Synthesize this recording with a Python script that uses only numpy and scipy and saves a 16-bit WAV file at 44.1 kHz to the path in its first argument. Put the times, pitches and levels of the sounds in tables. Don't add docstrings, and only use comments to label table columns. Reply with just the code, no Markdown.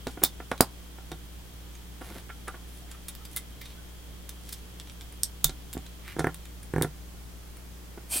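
import sys
import numpy as np
from scipy import signal
from scipy.fft import rfft, irfft, next_fast_len
from scipy.io import wavfile
from scipy.ndimage import uniform_filter1d

SR = 44100
rng = np.random.default_rng(int(sys.argv[2]) if len(sys.argv) > 2 else 0)


def unload_wav(signal):
    wavfile.write(
        sys.argv[1],
        SR,
        np.round(np.clip(np.atleast_2d(signal).T, -1, 1) * 32767).astype(np.int16),
    )


N = 361619
TIME = np.arange(N) / SR
HIT = np.arange(SR // 5) / SR
LEAD_S = 0.008
CUTOFF_HZ = 15950


def from_db(db):
    return 10 ** (np.asarray(db) / 20)


def unit(x):
    return x / np.sqrt(np.sum(x ** 2) + 1e-20)


def at_hz(points, hz):
    f, value = np.transpose(points)
    return np.interp(np.log(np.maximum(hz, 1)), np.log(f), value)


def level_curve(rows):
    return from_db(np.interp(TIME, *np.transpose(rows), left=-200))


def coloured(x, points):
    half = next_fast_len(x.shape[-1] // 2 + 1)
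    gain = from_db(at_hz(points, np.linspace(0, SR / 2, half + 1)))
    cepstrum = irfft(np.log(gain))
    cepstrum[1:half] *= 2
    cepstrum[half + 1:] = 0
    response = np.exp(rfft(cepstrum))
    return irfft(rfft(x, 2 * half) * response)[..., :x.shape[-1]]


def resonance(x, hz, width_hz):
    r = np.exp(-np.pi * width_hz / SR)
    zeros = np.array([1, 0, -1]) * (1 - r * r) / 2
    poles = [1, -2 * r * np.cos(2 * np.pi * hz / SR), r * r]
    return signal.lfilter(zeros, poles, x)


def varied(modes, scatter_db, detune):
    draws = rng.standard_normal((len(modes), 2))
    return [(hz * np.exp(detune * a), db + scatter_db * b, t60)
            for (hz, db, t60), (a, b) in zip(modes, draws)]


def ringing(modes, wave=np.cos):
    return sum(from_db(db - 60 * HIT / t60) * wave(2 * np.pi * hz * HIT) for hz, db, t60 in modes)


def drive(force, response):
    return signal.fftconvolve(force, response)[:len(HIT)]


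def even(force, span_hz):
    power = abs(rfft(unit(force))) ** 2
    hz = np.linspace(1, SR / 2, len(power))
    size = max(round(span_hz / hz[1]), 1)
    local = uniform_filter1d(uniform_filter1d(power, size), size)
    flattening_db = -10 * np.log10(local + 0.02)
    return unit(coloured(force, np.column_stack([hz, flattening_db])))


def add(track, s, sound):
    start = max(round(s * SR), 0)
    track[..., start:start + sound.shape[-1]] += sound[..., :max(N - start, 0)]


# multiple of the mains frequency, level/dB rms
HUM = [(1, -46), (2, -61), (3, -58.5), (4, -70), (5, -65.5), (6, -69), (7, -71), (8, -72.5)]
MAINS_HZ = 60.0


def hum():
    out = 0
    for k, db in HUM:
        phase = 2 * np.pi * (round(k) * MAINS_HZ * TIME + rng.random())
        out = out + from_db(db) * np.sin(phase)
    return np.sqrt(2) * out


# f/Hz, relative level/dB per Hz
FLOOR = [(20, -15), (35, -22), (52, -11), (75, -18.5), (110, -17), (170, -22), (300, -24), (450, -28.5),
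         (900, -32), (3250, -37), (16000, -40.5)]
FLOOR_DB = -53.42
# f/Hz, shared fraction of power
LIKENESS = [(30, 0.21), (130, 0.37), (290, 0.14), (640, 0.23), (3000, 0.1), (15000, 0.13)]
# f/Hz, width/Hz
NARROW_HISS = (3233, 300)
# t/s, level/dB rms
NARROW_HISS_LEVEL = [(0, -58.5), (.8, -61.5), (6.3, -61), (6.7, -67.5), (8.2, -68)]


def background():
    size = 2 * next_fast_len(N // 2 + 1)
    hz = np.linspace(0, SR / 2, size // 2 + 1)
    alike = np.clip(at_hz(LIKENESS, hz), 0, 1)
    gain = from_db(at_hz(FLOOR, hz))
    gain = gain / np.sqrt(np.mean(gain ** 2 * (hz > 700) * (hz < CUTOFF_HZ)))
    shared = rfft(rng.standard_normal(size))
    own = rfft(rng.standard_normal((2, size)))
    mixture = np.sqrt(alike) * shared + np.sqrt(1 - alike) * own
    hiss = from_db(FLOOR_DB) * irfft(gain * mixture)[:, :N]
    narrow = unit(resonance(rng.standard_normal((2, N)), *NARROW_HISS)) * np.sqrt(2 * N)
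    return hiss + level_curve(NARROW_HISS_LEVEL) * narrow


# f/Hz, t60/s
ROOM_T60 = [(100, 0.097), (300, 0.076), (1000, 0.14), (4000, 0.11), (9000, 0.11), (15000, 0.082)]
# f/Hz, level/dB
PLASTIC_ECHO = [(500, -3), (2500, 2.5), (4500, 2.5), (9000, -1.5), (12000, 1.5), (16000, -4)]
# f/Hz, level/dB
DESK_ECHO = [(100, -10), (170, -9), (260, 0), (500, -2.5), (1100, 1.5), (1900, -4.5), (4000, 1)]


def room(x, colour, wet_db, gap_s, apart_db):
    edges = np.geomspace(50, 18000, 10)
    build_up = 1 - np.exp(-(HIT / gap_s) ** 2)
    tail = 0
    for low, high in zip(edges, edges[1:]):
        band_pass = signal.butter(2, [low, high], "band", fs=SR, output="sos")
        band = signal.sosfilt(band_pass, rng.standard_normal((3, len(HIT))))
        decay = from_db(-60 * HIT / at_hz(ROOM_T60, np.sqrt(low * high)))
        band = band * decay * build_up
        tail = tail + np.array([unit(b) for b in band]) * np.sqrt(2 * (high - low) / SR)
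    tail = coloured(tail[0] + from_db(apart_db) * tail[1:], colour)
    reflections = signal.fftconvolve(x[None], tail, axes=1)[:, :len(x)]
    return x + from_db(wet_db) * reflections


# t/s, relative level/dB
JOLTS = [(5.451, -23)]
# f/Hz, relative level/dB, t60/s
SWAY = [(35.5, -1.7, 0.29), (148, -1.4, 0.16)]


def jolts(sway_db=-3):
    out = np.zeros(N)
    for s, db in JOLTS:
        add(out, s, from_db(db + sway_db) * ringing(SWAY, np.sin))
    return out


# t/s of the middle, length/s, level/dB, f/Hz
BRIEF_SQUEAKS = [(2.839, 0.037, -59.5, 716), (2.954, 0.024, -57, 1270), (3.215, 0.036, -60.5, 1303),
                 (3.37, 0.016, -44, 2056), (3.625, 0.026, -60, 2080), (3.79, 0.031, -61, 1510)]


def brief_squeaks(width_hz=70):
    out = np.zeros(N)
    middle = HIT[-1] / 2
    for s, length, db, hz in BRIEF_SQUEAKS:
        noise = rng.standard_normal(len(HIT))
        note = resonance(resonance(noise, hz, width_hz), hz, width_hz)
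        swell = np.exp(-(2 * (HIT - middle) / length) ** 2)
        add(out, s - middle, from_db(db) * unit(swell * note) * np.sqrt(length * SR))
    return out


def friction(size, catches_per_s, smooth_db):
    catches = (rng.random(size) < catches_per_s / SR) * rng.standard_normal(size)
    return unit(catches) + from_db(smooth_db) * unit(rng.standard_normal(size))


# t/s of the middle, swell width/s (cut to 0.2 s), level/dB, rub f/Hz
RUBS = [(0.118, 0.065, -56.5, 6920), (2.109, 0.44, -51, 500), (2.758, 0.15, -57.5, 9800),
        (2.927, 0.086, -56.5, 1380), (3.332, 0.057, -52.5, 10000), (3.678, 0.17, -57.5, 3840),
        (4.507, 0.14, -52, 6400), (6.09, 0.1, -47.5, 1770)]
# f/Hz, level/dB
RUB_COLOUR = [(200, -3), (900, 4.5), (2000, 7.5), (4000, 5), (7000, -1), (10000, 4.5), (16000, -2)]


def rubs(focus_db=9, focus_width=0.71):
    out = np.zeros(N)
    middle = HIT[-1] / 2
    for s, length, db, hz in RUBS:
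        grains = coloured(friction(len(HIT), catches_per_s=240, smooth_db=-1), RUB_COLOUR)
        grains = grains + from_db(focus_db) * resonance(grains, hz, focus_width * hz)
        grains = unit(grains) * np.sqrt(len(HIT))
        swell = np.exp(-(2 * (HIT - middle) / length) ** 2)
        add(out, s - middle, from_db(db) * swell * grains)
    return out


# t/s, relative level/dB, weight of the bass/dB, contact length/ms
BUMPS = [(0.0693, 8.5, 5, 3.4), (0.174, -3, 4, 2.5), (0.2189, 3.5, 5, 3.6), (0.2344, 12.5, 4, 3.2),
         (0.4025, 0, -3, 2.5), (0.5156, 15, -3, 2.96), (0.6064, 25.5, 3.5, 0.24), (0.985, -9.5, -5, 1.9),
         (1.117, 1, 8, 5.7), (2.011, -2.5, 0, 6.9), (2.086, -4.5, 11, 24), (2.152, -4, 9.5, 12),
         (2.294, -6.5, -29.5, 7.7), (2.476, 2, -13.5, 8), (2.539, -5.5, -8, 10), (3.366, -12, -24, 4.9),
         (5.4449, 4.5, -9.5, 1.5), (5.494, -2.5, 6, 3.3), (5.751, -7.5, 15.5, 2.4), (5.769, 0, 17.5, 1.67),
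         (7.976, -5, 9, 3.9), (8.156, -5, 12, 2.9)]
# f/Hz, level/dB when bumped, level/dB when driven through the figure's foot, t60/s
DESK = [(68.5, -10, -13, 0.14), (107, -24, -5.5, 0.052), (154.8, -12, -6.5, 0.24), (192, -7.5, -20, 0.054),
        (288, 1, 1.5, 0.086), (346, 3.5, 3.5, 0.034), (397, -2.5, 3.5, 0.037), (446, -1.5, 4.5, 0.049),
        (495, -8, -7, 0.02), (643, -12, -16, 0.016), (736, 1, 5, 0.032), (780, 2.5, -19, 0.015),
        (1020, -4, -2, 0.013), (1134, 0.5, -17, 0.068), (1378, 4, -1.5, 0.039), (1440, 2.5, -4, 0.019),
        (1730, 9, 14, 0.011), (2040, 1.5, -2, 0.044)]
BUMP_BRIGHT_DB, WEIGHT_DULLS, LEVEL_DULLS = -6, 0.37, 0.053


def knock(modes, bass_db, bright_db, contact_ms, push_db, chatter_db, treble_db, rebound_db, rebound_ms,
          scatter_db=2, detune=0.03, mat_hz=2100):
    after_ms = (HIT - LEAD_S) * 1000
    chatter = unit(rng.standard_normal(len(HIT)) * np.exp(-(after_ms / contact_ms - 1) ** 2))
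    push = 1 / max(contact_ms / 2, 1)
    rebound = np.exp(-(3 * (after_ms / rebound_ms - 1)) ** 2)
    force = from_db(chatter_db) * chatter - push * from_db(rebound_db) * rebound / rebound.sum()
    force[round(LEAD_S * SR)] += push
    response = ringing(varied(modes, scatter_db, detune))
    response[0] += from_db(push_db)
    mat = signal.butter(5, min(mat_hz, SR / 3), fs=SR, output="sos")
    sound = signal.sosfilt(mat, drive(even(force, span_hz=173), response))
    colour = [(30, bass_db - 11.0), (170, bass_db - 2.0), (550, 0), (750, 0),
              (1300, bright_db + 0.5), (2100, bright_db - 2.0), (3200, bright_db + treble_db)]
    return -coloured(sound, colour)


def bumps(level_db=-42, choke_per_db=0.1):
    out = np.zeros(N)
    for s, db, bass_db, contact_ms in BUMPS:
        choke = np.exp(-choke_per_db * max(db, 0))
        modes = [(hz, bump_db, t60 * choke) for hz, bump_db, foot_db, t60 in DESK]
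        bright_db = BUMP_BRIGHT_DB - WEIGHT_DULLS * bass_db - LEVEL_DULLS * db
        bump = knock(modes, bass_db, bright_db, contact_ms, push_db=27, chatter_db=0.5, treble_db=12,
                     rebound_db=-10, rebound_ms=0.89)
        add(out, s - LEAD_S, from_db(db + level_db) * bump)
    return out


# (t/s, relative level/dB)
TURNS = [(9, -3, [(6.166, 1.9), (6.187, 3.2), (6.1935, 11), (6.2053, 8.2), (6.2437, 14), (6.2698, 13.3)]),
         (13, -4.5, [(6.7376, 8.8), (6.762, 9.5), (6.7823, 10.3), (6.8127, 11), (6.8302, 9.5),
         (6.8465, 8.9)])]
# f/Hz, level/dB
JERK_COLOUR = [(80, 0.5), (150, 1), (240, -4.5), (350, -1), (520, -1.5), (800, -0.5), (1300, 2), (1900, 0),
               (3000, -3)]
MIDDLE_JERK_DB, JERK_TILT_DB_PER_DB = 12, 0.5


def jerks(level_db=-44.0):
    out = np.zeros(N)
    modes = [(hz, foot_db, t60) for hz, bump_db, foot_db, t60 in DESK]
    for bass_db, bright_db, slips in TURNS:
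        for s, db in slips:
            tilt_db = JERK_TILT_DB_PER_DB * (db - MIDDLE_JERK_DB)
            kick = knock(modes, bass_db - tilt_db, bright_db + tilt_db, contact_ms=1.34, push_db=20.5,
                         chatter_db=2.5, treble_db=3.0, rebound_db=-7.5, rebound_ms=1.5)
            add(out, s - LEAD_S, from_db(db + level_db) * kick)
    return coloured(out, JERK_COLOUR)


def joint_ticks(below_db=-31, slip_ms=1.2, ring_hz=7500, ring_spread=0.24, top_db=-2):
    rows = []
    for bass_db, bright_db, slips in TURNS:
        for s, db in slips:
            hz = ring_hz * np.exp(ring_spread * rng.uniform(-1, 1))
            rows.append((s, db + below_db, slip_ms, hz, top_db))
    return rows


def slip(slip_ms, build_up):
    progress = (HIT - LEAD_S) * 1000 / max(slip_ms, 0.2)
    swell = np.exp(-np.maximum(progress, -progress / max(build_up, 0.05)))
    return even(rng.standard_normal(len(HIT)) * swell, span_hz=480)


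# t/s, relative level/dB, slip length/ms (at least 0.2), ring of the part f/Hz, top at 14 kHz level/dB
CLICKS = [(0.0711, -10.5, 0.52, 2640, -5), (0.083, -20, 3, 6900, -12), (0.232, -8, 2.8, 6900, -4),
          (0.2491, 4.5, 3.9, 4600, -12), (0.516, -10.5, 1.2, 3420, -4), (0.5788, -19.5, 1.6, 3960, -5),
          (1.118, -13, 1.4, 3620, -5), (1.753, -20.5, 3.8, 6500, -36), (2.481, -11.5, 3, 9600, -9),
          (2.915, -14, 3.2, 7100, -8), (3.0845, -10, 2, 6450, 4), (3.089, -9, 4.8, 9600, -4),
          (3.1519, -19.5, 0.18, 4930, 10), (3.2533, -16, 4, 4840, 4), (3.3638, -4.5, 1.4, 9700, 8),
          (3.371, -3.5, 3.4, 13600, 2), (3.379, -7.5, 2.5, 9700, -10), (3.616, -16.5, 4.8, 2140, 6),
          (3.657, -18.5, 5.8, 3750, -5), (4.293, -10, 1.6, 6200, 2), (4.4922, -15, 2.7, 5500, 3),
          (4.528, -6.5, 4.1, 5070, 2), (4.7994, -12.5, 0.44, 3400, -10), (4.874, -26, 1.6, 3700, -4),
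          (4.898, -19, 1.4, 3530, -12), (4.921, -30, 1.5, 9500, 0), (5.0106, -18, 0.96, 3500, -12),
          (5.0172, -27, 1.7, 7400, 10), (5.125, -23, 1.3, 9750, -3), (5.495, -9.5, 2, 4020, -23),
          (5.73, -11, 0.87, 7250, -7), (5.7355, -13, 2.3, 7600, 8), (5.7776, -18, 0.76, 7200, -26),
          (5.865, -21, 3.3, 3970, -8), (6.1947, -3, 2.7, 6450, -11), (6.3448, -13.5, 1.2, 9000, 0),
          (6.4554, -20.5, 1.1, 7070, -6), (6.6314, -20.5, 2, 9400, -1), (7.57, -25, 2, 9550, 1)]
# f/Hz, level/dB, t60/s
SHELL = [(1960, -45, 0.021), (3650, -15.5, 0.0087), (4330, -27, 0.0096), (5070, -29, 0.025),
         (7800, -29, 0.017), (8650, -20, 0.0023), (9740, -18, 0.0092), (14000, -35, 0.004)]
# multiple of its ring, relative level/dB
PART = [(0.999, -5), (1.58, -9), (2.2, -16)]
BODY_DB, BODY_LOSS_DB_PER_DB = -8.5, 0.74
EDGE_DB, MIDDLE_RING_HZ, EDGE_DB_PER_OCTAVE = 2, 5700, 5
RING_LOSS_DB_PER_DB = 0.83


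def clicks(level_db=-2.5, own_ring_db=-20, own_t60_s=0.010, crack_db=-2, low_db=-12, bottom_db=-20,
           hollow_db=-2, build_up=0.51, scatter_db=2, detune=0.022):
    out = np.zeros(N)
    for s, db, slip_ms, ring_hz, top_db in CLICKS + joint_ticks():
        body_db = BODY_DB - BODY_LOSS_DB_PER_DB * db
        edge_db = EDGE_DB + EDGE_DB_PER_OCTAVE * np.log2(ring_hz / MIDDLE_RING_HZ)
        part_db = own_ring_db - RING_LOSS_DB_PER_DB * db
        part = [(k * ring_hz, part_db + k_db, own_t60_s / k) for k, k_db in PART]
        response = ringing(varied(SHELL, scatter_db, detune) + part)
        response[0] += from_db(crack_db) * 2
        colour = [(100, body_db + bottom_db), (500, body_db + low_db), (1100, body_db), (2200, body_db),
                  (2850, body_db + hollow_db), (3500, -edge_db / 2), (6000, -edge_db / 2),
                  (9000, edge_db / 2), (14000, top_db)]
        click = coloured(unit(drive(slip(slip_ms, build_up), response)), colour)
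        add(out, s - LEAD_S, from_db(db + level_db) * click)
    return out


# t/s, level/dB rms
SCRAPE = [(8.085, -59), (8.11, -36), (8.125, -30), (8.143, -27.5), (8.156, -30), (8.168, -27), (8.185, -31),
          (8.2, -35)]
# f/Hz, level/dB
SCRAPE_COLOUR = [(100, -45), (600, -2.5), (1900, -6), (2600, -1), (6300, -2), (8500, 2.5), (9400, -2),
                 (10800, 6), (13000, 2), (16000, -6)]
# f/Hz, width/Hz, level/dB
SQUEAKS = [(2490, 76, 9), (3130, 89, 3), (4540, 140, 3), (7600, 120, -7), (8600, 270, 13.5), (9900, 260, 5)]


def scrape():
    grains = coloured(friction(N, catches_per_s=11000, smooth_db=-2), SCRAPE_COLOUR)
    squeaks = sum(from_db(db) * resonance(grains, hz, width_hz) for hz, width_hz, db in SQUEAKS)
    return level_curve(SCRAPE) * unit(grains + squeaks) * np.sqrt(N)


# t/s, relative level/dB, slip length/ms, body level/dB, top at 15 kHz level/dB,
# room level/dB, low ring f/Hz, its level/dB, high ring f/Hz, its level/dB
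SNAPS = [(0.2375, 13, 0.98, -7, -1.5, -10, 3700, -9, 15400, 10.5),
         (0.6088, 13, 1, -16, 1, -11.5, 4800, 4, 8900, 1),
         (5.234, 5, 0.56, -14.5, -9, -8.5, 5470, 9.5, 8500, 11.5),
         (5.4443, 13, 1, -13, 2.5, -10, 3650, 6.5, 7100, 1),
         (6.8229, 1, 0.53, -6.5, 0, -8, 3630, 8, 9360, 9.5)]
# f/Hz, level/dB
SNAP_COLOUR = [(3600, -3.5), (4400, -3.5), (6500, -2.5), (8500, 0.5), (11500, 0), (13500, 1)]
SNAP_RING_WIDTH_HZ = 380


def snaps(level_db=-1.0, build_up=0.64, hollow_db=-1, low_db=-6, bottom_db=-16):
    out = np.zeros((2, N))
    for s, db, slip_ms, body_db, top_db, wet_db, low_hz, low_ring_db, high_hz, high_ring_db in SNAPS:
        body = [(100, body_db + bottom_db), (900, body_db + low_db), (1600, body_db),
                (2900, body_db + hollow_db)]
        crack = coloured(slip(slip_ms, build_up), body + SNAP_COLOUR + [(15000, top_db)])
        rings = 0
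        for hz, ring_db in [(low_hz, low_ring_db), (high_hz, high_ring_db)]:
            width_hz = SNAP_RING_WIDTH_HZ * np.sqrt(hz / 4000)
            rings = rings + from_db(ring_db) * resonance(crack, hz, width_hz)
        snap = room(unit(crack + rings), PLASTIC_ECHO, wet_db, gap_s=0.00051, apart_db=1.0)
        add(out, s - LEAD_S, from_db(db + level_db) * snap)
    return out


def scene(plastic_pan_db=0.7, desk_pan_db=1.14):
    desk = room(bumps() + jerks() + jolts(), DESK_ECHO, wet_db=-5.5, gap_s=0.00033, apart_db=-18)
    handling = clicks() + scrape() + rubs() + brief_squeaks()
    plastic = snaps() + room(handling, PLASTIC_ECHO, wet_db=-8.0, gap_s=0.0033, apart_db=-4.0)
    desk = desk * from_db([[-desk_pan_db], [desk_pan_db]])
    plastic = plastic * from_db([[-plastic_pan_db], [plastic_pan_db]])
    return hum() + background() + desk + plastic


def record(dry):
    clipped = np.clip(dry, -1.8, 1.8)
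    low_pass = signal.ellip(12, 0.1, 80, CUTOFF_HZ, fs=SR, output="sos")
    return signal.sosfilt(low_pass, clipped)


dry = scene()
out = record(dry)
unload_wav(out)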